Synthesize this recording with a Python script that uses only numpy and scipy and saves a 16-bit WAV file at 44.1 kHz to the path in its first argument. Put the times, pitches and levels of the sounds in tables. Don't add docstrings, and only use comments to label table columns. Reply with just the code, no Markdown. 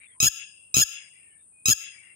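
import sys
import numpy as np
from scipy import signal
from scipy.fft import rfft, irfft
from scipy.io import wavfile
from scipy.ndimage import uniform_filter1d

SR = 44100
rng = np.random.default_rng(int(sys.argv[2]) if len(sys.argv) > 2 else 0)


def unload_wav(signal):
    wavfile.write(
        sys.argv[1],
        SR,
        np.round(np.clip(np.atleast_2d(signal).T, -1, 1) * 32767).astype(np.int16),
    )


def voltage_ratio(decibels):
    exponent = np.asarray(decibels, float) / 20
    return 10 ** exponent


N = 94815

# f/Hz, level/dB per Hz
CICADA = [(3820, -70.5), (6500, -55), (6840, -53), (7090, -29.5), (7470, -18), (8100, -11.5), (8840, 1.5),
          (9790, -9), (10200, -39.5), (13300, -54), (22000, -120)]
# f/Hz, level/dB per Hz
AIR = [(20, -44), (45, -19), (90, -4), (200, -10.5), (800, -21.5), (2000, -28.5), (4500, -37.5),
       (7000, -43)]
# start t/s, length t/s, from f/Hz, to f/Hz, level/dB
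CLEAR_WHISTLES = [(.0, 0.063, 3870, 3750, -76), (0.059, 0.062, 3500, 3480, -69),
                  (0.101, 0.061, 3350, 3120, -70.5), (0.144, 0.05, 1000, 1000, -70.5),
                  (0.501, .24, 2700, 2757, -64.5), (1.128, .08, 2000, 2040, -67),
                  (1.2, 0.23, 1850, 1730, -72), (1.158, 0.13, 2800, 2657, -65),
                  (1.301, 0.052, 2950, 2950, -70), (1.301, .12, 2164, 2304, -72.5),
                  (1.38, .07, 3700, 3600, -79.5), (1.93, .12, 2310, 2250, -57),
                  (2.021, .13, 2793, 2700, -61.5)]
# start t/s, length t/s, from f/Hz, to f/Hz, level/dB
SMEARED_WHISTLES = [
    (.0, 0.0735, 2200, 2480, -55.5),
    (.07, .1, 1980, 2140, -67),
    (0.388, 0.056, 2300, 2240, -56),
    (.9, .2, 2250, 2155, -58.5),
    (1.119, .2, 2406, 2306, -66.5),
    (1.799, 0.102, 2196, 2114, -56),
    (1.899, 0.096, 2100, 1907, -60.5),
    (2.001, .15, 2005, 2200, -59.5),
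]
# start t/s, length t/s, from f/Hz, to f/Hz, level/dB
LONG_WHISTLE = (1.52, .275, 2470, 2501, -65.5)

# start t/s, first flutter beat t/s, beat period t/s, high register from t/s, end t/s
CALL_TIMES = [
    (0.2009, 0.2287, .0076, .2650, .2870),
    (0.7411, .7680, .0075, .8125, .8380),
    (1.6554, 1.6844, .0080, 1.7070, 1.7350),
]
CALL_DB = [-15.5, -15.5, -15.5]
CLEARING_S = [0.0063, .009, .016]
LOW_DB = [-15.5, -3.5, -6, -1.5, 2.86, -5, -14.5, -15, -13.5, -18, -15.5, -14]
HIGH_DB = [-13.5, -11.5, -2.5, 1.43, -15, -13, -12.5, -19.5, -15]
BEAT_TONE_DB = [-37, -20.5, -6, 1.13, -13, -13, -13, -16.5, -12.5]
# f/Hz, level/dB per Hz
RASP = [(900, -39.5), (2100, -23), (2700, -6.5), (3400, -9), (4490, -14.5), (6700, -4), (8050, -14.5),
        (15500, -16.5)]

# f/Hz, t60 t/s
ECHO_T60 = [(1200, 0.06), (2600, 0.87), (4000, 0.44), (5000, 0.5253), (7000, 0.3745), (11000, 0.01),
            (16000, 0.03)]
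# f/Hz, level/dB
ECHO_TONE = [(1000, -17.5), (1700, 1.5), (2100, -2.5), (3200, 3.5), (4400, -13), (5000, -2), (7000, -2.5),
             (16000, -7.5)]
# f/Hz, left minus right level/dB
PORTS = [(1290, 5.5), (2380, 3), (4400, -1.1), (8120, 4.5), (11000, 10.5), (15000, 6.5)]
# f/Hz, phase by which the left leads after its lag [rad]
PORT_PHASE = [(1800, 1.24), (2330, -0.97), (3400, -1.72), (4700, -0.8), (5400, 0.68), (9000, -0.3),
              (14800, 4.5), (16600, 3)]

CICADA_DB, CICADA_PAN_DB, AIR_DB, AIR_PAN_DB = -58.5, 3.5, -76.5, 9
CLEAR_WIDTH_HZ, SMEARED_WIDTH_HZ, WHISTLE_WIDTH_HZ = 100, 445, 60
WHISTLE_STEADY, FAR_PAN_DB = 0.8, 13.5

LOW_HZ, LOW_RISE, RISE_S, RISE_CURVE = 1277.4, .085, .066, 1.352
HIGH_HZ, HIGH_ARCH, HIGH_SAG, BEAT_GLIDE, JITTER = 1669.3, 0.01783, 0.036, .03, 0.01437
LOW_TWIST, HIGH_TWIST = 0.27, 0.501
ATTACK_S, RELEASE_S, SETTLE_S, SETTLE_DB = .0021, 0.0076, 0.0099, -5
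LOW_LEVEL_DB, SWELL_DB, DULL_DB, FLUTTER_DULL_DB = -2.5, -2.5, -5, -10.5
BEAT_WIDTH, BEAT_LEAN, BEAT_DUCK, BEAT_SCATTER_S = .33, .12, 0.67, .00015
BEAT_DB, BEAT_FADE_DB, BEAT_FLARE_DB, BEAT_SCATTER_DB = 3.5, -.5, 5, .8
RASP_DB, RASP_BEAT_DB, RASP_FLUTTER_DB = -22.5, -13, -11

RASP_IN_ECHO, ECHO_DB, ECHO_HOLD_S, ECHO_PAN_DB = 0.81, -17, 0.12379, 7.5
WALL_S, WALL_DB, WALL_WIDTH_S = 0.18, 7.5, 0.034
LEFT_LAG = 53
SQUARE_LEFT, SQUARE_RIGHT, RECTIFY_POWER = 2.99, 1, 2.695
COUPLING_HZ, SQUARE_TOP_HZ, EDGE_HZ, CEILING = 65.4, 510, 15950, 1.1


def evened(x):
    return x / np.sqrt(np.mean(x ** 2) + 1e-20)


def read(points, hz):
    f, value = np.transpose(points)
    return np.interp(np.log(hz + 1), np.log(f + 1), value)


def coloured(x, points, share=1, turn=0):
    hz = np.fft.rfftfreq(x.shape[-1], 1 / SR)
    gain = voltage_ratio(share * read(points, hz))
    rotation = np.exp(1j * turn * read(PORT_PHASE, hz))
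    return irfft(rfft(x) * gain * rotation, x.shape[-1])


def ramp(x):
    return np.sin(np.pi / 2 * np.clip(x, 0, 1)) ** 2


def hiss(points, level_db, pan_db, patchy_db):
    drift = evened(uniform_filter1d(rng.standard_normal((2, N)), size=900))
    noise = evened(coloured(rng.standard_normal((2, N)), points)) * voltage_ratio(patchy_db * drift)
    middle_db = level_db + 2.5
    return noise * voltage_ratio([[middle_db + pan_db / 2], [middle_db - pan_db / 2]])


def whistle(length, from_hz, to_hz, db, width_hz, steady):
    count = int(length * SR)
    noise = rng.standard_normal(size=(2, 2, 16000))
    pole = np.exp(-np.pi * width_hz / SR)
    blur = signal.lfilter([1], np.poly([pole, pole]), noise[0] + 1j * noise[1])[:, -count:]
    blur = blur / np.sqrt(np.mean(abs(blur) ** 2)) + steady
    turns = np.cumsum(np.linspace(from_hz, to_hz, count)) / SR
    tone = evened((blur * np.exp(2j * np.pi * turns)).real)
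    swell = np.sin(np.linspace(0, np.pi, count)) ** .5
    return tone * swell * voltage_ratio([[db + FAR_PAN_DB / 2], [db - FAR_PAN_DB / 2]])


def far_birds():
    out = np.zeros((2, N))
    rows = [(*row, CLEAR_WIDTH_HZ, 0) for row in CLEAR_WHISTLES]
    rows += [(*row, SMEARED_WIDTH_HZ, 0) for row in SMEARED_WHISTLES]
    rows += [(*LONG_WHISTLE, WHISTLE_WIDTH_HZ, WHISTLE_STEADY)]
    for start, *voice in rows:
        tone = whistle(*voice)
        at = max(round(start * SR), 0)
        out[:, at:at + tone.shape[1]] += tone[:, :N - at]
    return out


def stack(hz, levels_db, twist):
    turns = np.cumsum(hz) / SR
    return sum(voltage_ratio(db) * np.cos(2 * np.pi * (k + 1) * turns - twist * k ** 2)
               for k, db in enumerate(levels_db))


def call(start, first, period, switch, end, clearing, level_db):
    t = np.arange(start, end + 0.0085, 1 / SR)
    noise = rng.standard_normal((5000, 2))[:len(t)].T
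    chance = rng.standard_normal((30, 2))

    phase = (t - first) / period
    number = np.round(phase).astype(int)
    off = phase - number + BEAT_SCATTER_S / period * chance[number, 0]
    held = ramp((t - switch) / 0.006 + .5)
    settled = ramp((t - switch) / clearing) ** 2
    flutter = ramp(phase / 1.07 + 0.93) * (1 - held)

    def pulse(at):
        return np.exp(-.5 * ((off - at) / BEAT_WIDTH * 2) ** 2) * (1 - held)

    beat = pulse(0) * voltage_ratio(BEAT_SCATTER_DB * chance[number, 1] + BEAT_FADE_DB * number)
    beat *= np.where(number < 0, 0.24 * (number == -1), 1)

    wobble = 1 + JITTER * evened(uniform_filter1d(noise[0], size=60)) * (0.24 + flutter)
    low_hz = LOW_HZ * (1 + LOW_RISE * ((t - start) / RISE_S) ** RISE_CURVE) * wobble
    u = np.clip((t - switch) / (end - switch), 0, 1.2)
    bend = HIGH_ARCH * np.sin(np.pi * u) - HIGH_SAG * u ** 3 - BEAT_GLIDE * off * (1 - held)
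    high_hz = HIGH_HZ * (1 + bend) * wobble

    dull = DULL_DB * ramp((t - start) / (first - start)) + FLUTTER_DULL_DB * flutter
    dull = dull + BEAT_FLARE_DB * np.minimum(beat, 1) - 12 * held
    duck = 20 * np.log10(1 - BEAT_DUCK * pulse(BEAT_LEAN) * (number >= -1))
    low_tone_db = [db + dull * (k > 1) + duck * (k == 1) for k, db in enumerate(LOW_DB)]
    low = stack(low_hz, low_tone_db, LOW_TWIST)
    settle = ramp((t - start - ATTACK_S) / SETTLE_S) * (1 - ramp(phase + 1))
    low *= voltage_ratio(LOW_LEVEL_DB + SETTLE_DB * settle) * (1 - settled)

    high_tone_db = [a + (b - a) * settled for a, b in zip(BEAT_TONE_DB, HIGH_DB)]
    high_level = voltage_ratio(BEAT_DB) * beat + held * voltage_ratio(SWELL_DB * u ** 2)
    high = stack(high_hz, high_tone_db, HIGH_TWIST) * high_level

    rasp_level = voltage_ratio(RASP_DB) + voltage_ratio(RASP_BEAT_DB) * beat
    rasp_level = rasp_level + voltage_ratio(RASP_FLUTTER_DB) * ramp(phase / 2.1 + 1) * (1 - settled)
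    rasp = rasp_level * evened(coloured(noise[1], RASP))

    shape = ramp((t - start) / ATTACK_S) * ramp((end + 0.0026 - t) / RELEASE_S)
    return voltage_ratio(level_db) * shape * np.array([low + high, rasp])


def echo(x):
    hz, t, z = signal.stft(rng.standard_normal((2, SR)), SR, nperseg=256)
    fall = -60 * np.maximum(t - ECHO_HOLD_S, 0) / read(ECHO_T60, hz)[:, None]
    wall = WALL_DB * np.exp(-.5 * ((t - WALL_S) / WALL_WIDTH_S) ** 2) * (hz < 4500)[:, None]
    tail_db = fall + wall + read(ECHO_TONE, hz)[:, None]
    tail = signal.istft(z * voltage_ratio(tail_db), SR, nperseg=256)[1]
    onset = ramp(np.arange(tail.shape[1]) / SR / .004 - 1)
    tail = tail * onset / np.linalg.norm(tail[0])
    wet = signal.fftconvolve(x[None], tail, axes=1)[:, :N]
    return wet * voltage_ratio([[ECHO_DB], [ECHO_DB - ECHO_PAN_DB]])


def scene():
    background = hiss(CICADA, CICADA_DB, CICADA_PAN_DB, patchy_db=0.9) + far_birds()
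    background += hiss(AIR + [(9000, -94)], AIR_DB, AIR_PAN_DB, patchy_db=0.4)
    parts = np.zeros((2, N))
    for row, clearing, db in zip(CALL_TIMES, CLEARING_S, CALL_DB):
        sound = call(*row, clearing, db)
        at = round(row[0] * SR)
        parts[:, at:at + sound.shape[1]] += sound
    bird = parts.sum(0)
    left = coloured(np.roll(bird, LEFT_LAG), PORTS, 0.4, turn=0.85)
    right = coloured(bird, PORTS, -0.81)
    return np.array([left, right]) + echo(parts[0] + RASP_IN_ECHO * parts[1]) + background


def roll_off(x):
    return signal.sosfilt(signal.butter(12, 17050, fs=SR, output="sos"), x)


def record(dry):
    thump = abs(dry) ** RECTIFY_POWER
    thump = signal.lfilter(*signal.butter(2, COUPLING_HZ, "high", fs=SR), thump)
    thump = signal.lfilter(*signal.butter(2, SQUARE_TOP_HZ, fs=SR), thump)
    thump = thump * np.array([[SQUARE_LEFT], [SQUARE_RIGHT]])
    heard = CEILING * np.tanh((dry - thump) / CEILING)
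    heard = signal.sosfilt(signal.ellip(6, .3, 26, EDGE_HZ, fs=SR, output="sos"), heard)
    return roll_off(heard)


dry = scene()
out = record(dry)
unload_wav(out)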